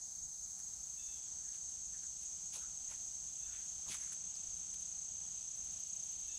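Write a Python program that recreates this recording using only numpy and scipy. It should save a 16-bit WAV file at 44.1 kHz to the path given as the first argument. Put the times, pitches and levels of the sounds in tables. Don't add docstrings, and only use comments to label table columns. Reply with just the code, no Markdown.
import sys
import numpy as np
from scipy import signal
from scipy.fft import rfft, irfft, next_fast_len
from scipy.io import wavfile

SR = 44100
rng = np.random.default_rng(int(sys.argv[2]) if len(sys.argv) > 2 else 0)


def output_pcm(signal):
    pcm = np.clip(np.atleast_2d(signal).T, -1, 1) * 32767
    wavfile.write(sys.argv[1], SR, np.round(pcm).astype(np.int16))


def to_linear_factor(level_db):
    exponent = np.asarray(level_db, float) / 20
    return 10 ** exponent


N = 281358
T = np.arange(N) / SR


def evened(x):
    return x / np.sqrt(np.mean(x ** 2) + 1e-20)


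def over_time(points):
    return np.interp(T, *np.transpose(points))


def coloured(x, spectrum):
    hz, db = np.transpose(spectrum)
    size = next_fast_len(N)
    log_hz = np.log(np.fft.rfftfreq(size, 1 / SR) + 1)
    gain = to_linear_factor(np.interp(log_hz, np.log(hz + 1), db))
    return irfft(rfft(x, size) * gain, size)[..., :N]


def drift(per_s):
    knots = rng.standard_normal(500)
    return evened(np.interp(T * per_s, np.arange(500), knots))


def resonate(x, hz, width):
    return signal.lfilter(*signal.iirpeak(min(hz, SR / 2.2), hz / width, SR), x)


def scattered(x, t60, wet_db):
    t = np.arange(SR // 2) / SR
    tail = rng.standard_normal(len(t)) * to_linear_factor(-60 * t / t60) * (t > .003)
    tail /= np.linalg.norm(tail)
    return x + to_linear_factor(wet_db) * signal.fftconvolve(x, tail)[:N]


def cricket(beat, voice, uneven_db):
    s, per_s, change, top_hz = beat
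    arch_hz, stroke_s, db, swell_db = voice
    turns = per_s * (T - s) + change / 2 * (T - s) ** 2
    which = np.round(turns).astype(int)
    u = np.clip((turns - which) / per_s / stroke_s * 2, -1, 1)
    size, detune = rng.standard_normal((2, 400))
    start_phase = rng.random(400)
    pitch = top_hz + 15 * detune[which] - arch_hz * (u + .1) ** 2
    tone = np.sin(2 * np.pi * (np.cumsum(pitch) / SR + start_phase[which]))
    envelope = (1 - u ** 2) ** 0.84 * (1 + 0.32 * u)
    strokes = evened(tone * envelope * to_linear_factor(uneven_db * size[which]))
    return strokes * to_linear_factor(db + swell_db * (T / T[-1] - .5))


# (time of one wing stroke [s], strokes per second [1/s], change of that rate [1/s per s], top pitch [Hz])
NEAR_BEATS = [(3.2049, 30.806, -.015, 6265), (3.1900, 28.800, -.025, 6530), (3.1860, 29.443, .034, 6440),
              (3.1795, 31.612, 0, 6690), (3.2820, 4.924, 0, 6735), (3.1962, 42.77, 0, 7380),
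              (3.1880, 56.21, 0, 7810), (3.2130, 26.10, 0, 5870)]
# (depth of pitch arch [Hz], stroke length [s], level [dB], swell from start to end [dB])
NEAR_VOICES = [(280.4, .019, -53, 7), (230.3, .016, -58, 9), (148, 0.016, -56, -2),
               (80.5, 0.011, -59.5, 7.5), (108.4, .044, -59, -3), (174.4, 0.0041, -61, 2.5),
               (85.9, 0.011, -63, 3), (153.4, 0.017, -67.5, 5)]


def near_crickets():
    singers = sum(cricket(beat, voice, uneven_db=1.05) for beat, voice in zip(NEAR_BEATS, NEAR_VOICES))
    return scattered(singers, .35, wet_db=-16)


# (time [s], level [dB])
CHORUS_LEVEL = [(0.0, -53), (0.6, -50.5), (1.9, -49), (4.0, -49.5), (6.38, -51.5)]
# (frequency [Hz], relative level [dB])
CHORUS_COLOUR = [(3290, -28), (5600, -15.5), (5950, -7.5), (6070, -3.5), (6450, 3.5), (6750, -6),
                 (7010, -9), (7630, -9.5), (8040, -8.5), (8700, -19.5), (11300, -55), (19100, -120)]


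def far_chorus():
    crowd = 0
    for hz in np.linspace(5500, 8800, num=64):
        s, faster, higher = rng.random(3)
        beat = (s, 25 + 38 * faster, 0, hz + 40 * higher)
        crowd = crowd + cricket(beat, (99.48, .08, 0, 0), uneven_db=2.5)
    crowd = evened(coloured(scattered(crowd, 0.1, wet_db=-2.5), CHORUS_COLOUR))
    return crowd * to_linear_factor(over_time(CHORUS_LEVEL))


# (first stroke [s], end [s], stroke pairs per second [1/s], stroke spread [s])
RASP_BURSTS = [(.073, 1.19, 11.45, .015), (5.010, 5.43, 12.35, .006), (5.566, 6.38, 12.67, .007)]
# (rasp level [dB], second stroke of a pair against the first [dB], dull ring against first stroke [dB])
RASP_LEVELS = [(-73, -1.5, -7), (-79, -14, -5), (-70, -10, -1)]
# (frequency [Hz], relative level [dB])
RASP_COLOUR = [(9000, -10), (10800, 4), (12000, -0.5), (14000, -0.5), (15300, 3), (16500, -19)]


def raspers():
    noise, out = rng.standard_normal((2, N)), np.zeros((2, N))
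    teeth = evened(coloured(noise, RASP_COLOUR))
    dull = evened(resonate(resonate(noise, 9700, 1800), 9700, 1800))
    for (first, last, per_s, stroke), (db, weak_db, dull_db) in zip(RASP_BURSTS, RASP_LEVELS):
        turns = (T - first) * per_s
        on = (T > first - stroke * 2) & (T < last)
        spread = stroke * per_s
        strong = np.exp(-.5 * ((turns + .5) % 1 - .5) ** 2 / spread ** 2)
        weak = np.exp(-.5 * (turns % 1 - .5) ** 2 / spread ** 2)
        rasp = (strong + to_linear_factor(weak_db) * weak) * teeth
        ring = to_linear_factor(dull_db) * (strong + weak) * dull
        out += to_linear_factor(db) * on * (rasp + ring)
    return out


# (start [s], level before the fade [dB])
BIRD_CALLS = [(.96, -71.5), (3.385, -71), (6.275, -69)]
# (multiple of the pitch [1], level at the start [dB], change [dB per s])
BIRD_OVERTONES = [(2, -10, -60), (3, 2, -120), (4, 0, 0)]


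def bird():
    call_s, rise_s, hold_s = .32, .03, .13
    top_hz, lowest_hz, sag_hz_per_s = 882, 800, 900
    calls = np.zeros(N)
    unsteady = 1 + .0025 * drift(70.0)
    hoarse = to_linear_factor(2.4 * drift(50.0))
    for start, call_db in BIRD_CALLS:
        t = np.clip(T - start, 0, call_s)
        hz = np.clip(top_hz - sag_hz_per_s * (t - hold_s), lowest_hz, top_hz)
        phase = 2 * np.pi * np.cumsum(hz * unsteady) / SR
        stack = sum(to_linear_factor(db + fade_db * t) * np.sin(k * phase) for k, db, fade_db in BIRD_OVERTONES)
        edges = np.minimum(np.minimum(t, call_s - t) / rise_s, 1)
        calls += stack * hoarse * edges * to_linear_factor(call_db - 14 * (t / call_s) ** 2)
    echo = np.pad(calls, (round(.1 * SR), 0))[:N]
    return scattered(calls + to_linear_factor(-2) * echo, .25, wet_db=-4)


# (peak time [s], ring drive [dB], middle [Hz], blade rustle drive [dB], rise and fade time [s])
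GRASS_CRUNCHES = [(0.598, -76, 1500, -62, 0.016), (1.548, -68.5, 2940, -73, 0.027),
                  (2.236, -69.5, 4000, -65, .029), (2.54, -70, 3680, -55.5, 0.012),
                  (2.565, -57.5, 3460, -63.5, 0.031), (2.568, -62.5, 880, -60, 0.019),
                  (2.922, -61.5, 850, -78, 0.013), (2.926, -65, 2000, -65, 0.033),
                  (3.573, -67, 2180, -78, 0.061), (3.889, -63.5, 815, -73, 0.026),
                  (3.901, -59.5, 171, -80, 0.02), (3.892, -58, 3500, -61, 0.012),
                  (3.928, -50, 3000, -50.5, 0.022), (3.949, -57.5, 1440, -55, 0.0088),
                  (4.042, -66.5, 1760, -62, 0.065), (4.122, -59.5, 1500, -70, 0.0012),
                  (4.132, -62.5, 2920, -52.5, 0.008), (4.586, -80, 4000, -65, .006),
                  (4.743, -63.5, 3660, -58, .0051), (4.810, -69, 4000, -59.5, .008)]
# (peak time [s], ring drive [dB], ring pitch [Hz], rise and fade time [s])
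TWIG_KNOCKS = [(1.495, -76.5, 1720, .059), (1.953, -70.5, 1710, 0.021), (2.042, -73, 1600, 0.019),
               (2.64, -69.5, 1450, 0.043), (3.500, -74.5, 1550, 0.068), (4.358, -58.5, 5000, 0.011)]
# (frequency [Hz], relative level [dB])
BLADE_COLOUR = [(4000, -23), (6000, 7), (8500, 4), (10000, 3), (11200, -8.5), (14000, -19), (16000, -25)]


def crunches():
    snap_now = rng.random(N) < 1500 / SR
    sizes = .4 + snap_now * to_linear_factor(2 + 3 * np.minimum(rng.exponential(1, N), 1.5))
    snaps = evened(rng.standard_normal((2, N)) * sizes)
    out, blades = np.zeros((2, N)), np.zeros(N)
    wide = [(s, db, hz, 1.13 * hz, rustle_db, length) for s, db, hz, rustle_db, length in GRASS_CRUNCHES]
    narrow = [(s, db, hz, 0.25 * hz, db - 5, length) for s, db, hz, length in TWIG_KNOCKS]
    for s, db, hz, width, rustle_db, length in wide + narrow:
        near = slice(round((s - .2) * SR), round((s + .2) * SR))
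        late = (T[near] - s) / length
        shape = np.exp(-np.where(late < 0, late ** 2, late))
        scrape = resonate(snaps[:, near] * shape, hz, width)
        ring = .6 * resonate(scrape, hz, width) + .4 * scrape
        out[:, near] += ring * to_linear_factor(db) / np.sqrt(width / SR)
        blades[near] += shape * to_linear_factor(rustle_db)
    return out + coloured(snaps * blades, BLADE_COLOUR) * 2


def noise_bed(spectrum, db, gust_db):
    noise = evened(coloured(rng.standard_normal((2, N)), spectrum))
    return noise * to_linear_factor(db + gust_db * drift(8.0))


# (frequency [Hz], relative level [dB])
MEADOW_COLOUR = [(2000, -55), (3000, -22), (3800, -12), (4200, -6), (5400, -4), (6500, 2), (8600, -11),
                 (9600, -10), (10800, -17.5), (11500, -22.5), (13100, -21.5), (13700, -40), (15000, -61)]


def meadow():
    return noise_bed(MEADOW_COLOUR, -60, gust_db=.5)


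# (time [s], level [dB])
BREEZE_LEVEL = [(0.0, -88.5), (1.0, -74.5), (1.2, -73), (1.6, -76), (2.3, -73.5), (3.0, -72.5), (4.0, -69),
                (4.7, -71.5), (6.38, -68)]
# (frequency [Hz], relative level [dB])
LEAF_COLOUR = [(1200, -67), (1800, -21.5), (2400, -3), (3300, 3), (3900, 0), (5000, -16), (7000, -30),
               (9000, -60)]


def leaves():
    return noise_bed(LEAF_COLOUR, over_time(BREEZE_LEVEL), gust_db=.8)


# (frequency [Hz], relative level [dB])
RUMBLE_COLOUR = [(12, -29), (20, -7.5), (60, 4), (109, -6.5), (174, -2.5), (276, -13.5), (477, -19),
                 (572, -18), (759, -11), (1030, -18.5), (1310, -18), (1920, -21.5), (2500, -25),
                 (3250, -59), (5500, -120)]


def rumble():
    breeze_db = over_time(BREEZE_LEVEL)
    return noise_bed(RUMBLE_COLOUR, -67 + 0.17 * (breeze_db - breeze_db.max()), gust_db=1.1)


# (frequency [Hz], relative level [dB])
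WIND_COLOUR = [(10, -5), (25, -4), (65, 3), (110, -11), (250, -21), (500, -66)]


def wind():
    return noise_bed(WIND_COLOUR, -74.5, gust_db=4.5)


# (time [s], level [dB])
TOP_LEVEL = [(0.0, -85), (3.9, -81), (4.15, -97), (4.6, -99), (5.6, -93), (6.38, -87)]
# (frequency [Hz], relative level [dB])
TOP_COLOUR = [(10000, -60), (12300, -20), (13000, -1.5), (14300, -5), (15600, -6), (16500, -28)]


def top_hiss():
    return noise_bed(TOP_COLOUR, over_time(TOP_LEVEL), gust_db=.8)


def scene():
    singers = near_crickets() + far_chorus() + bird()
    background = meadow() + leaves() + rumble() + wind() + top_hiss()
    return singers + raspers() + crunches() + background


def band_limit(x):
    return signal.sosfilt(signal.butter(12, 15640, fs=SR, output="sos"), x)


def record(dry):
    low = signal.oaconvolve(dry, signal.firwin(511, 12000, fs=SR)[None], "same")
    top = dry - low
    left_top = top[0] * to_linear_factor(2.5)
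    right_top = (0.3 * top[0] + 1.04 * top[1]) * to_linear_factor(-2.0)
    mix = low[0] + np.array([left_top, right_top])
    return band_limit(mix)


dry = scene()
out = record(dry)
output_pcm(out)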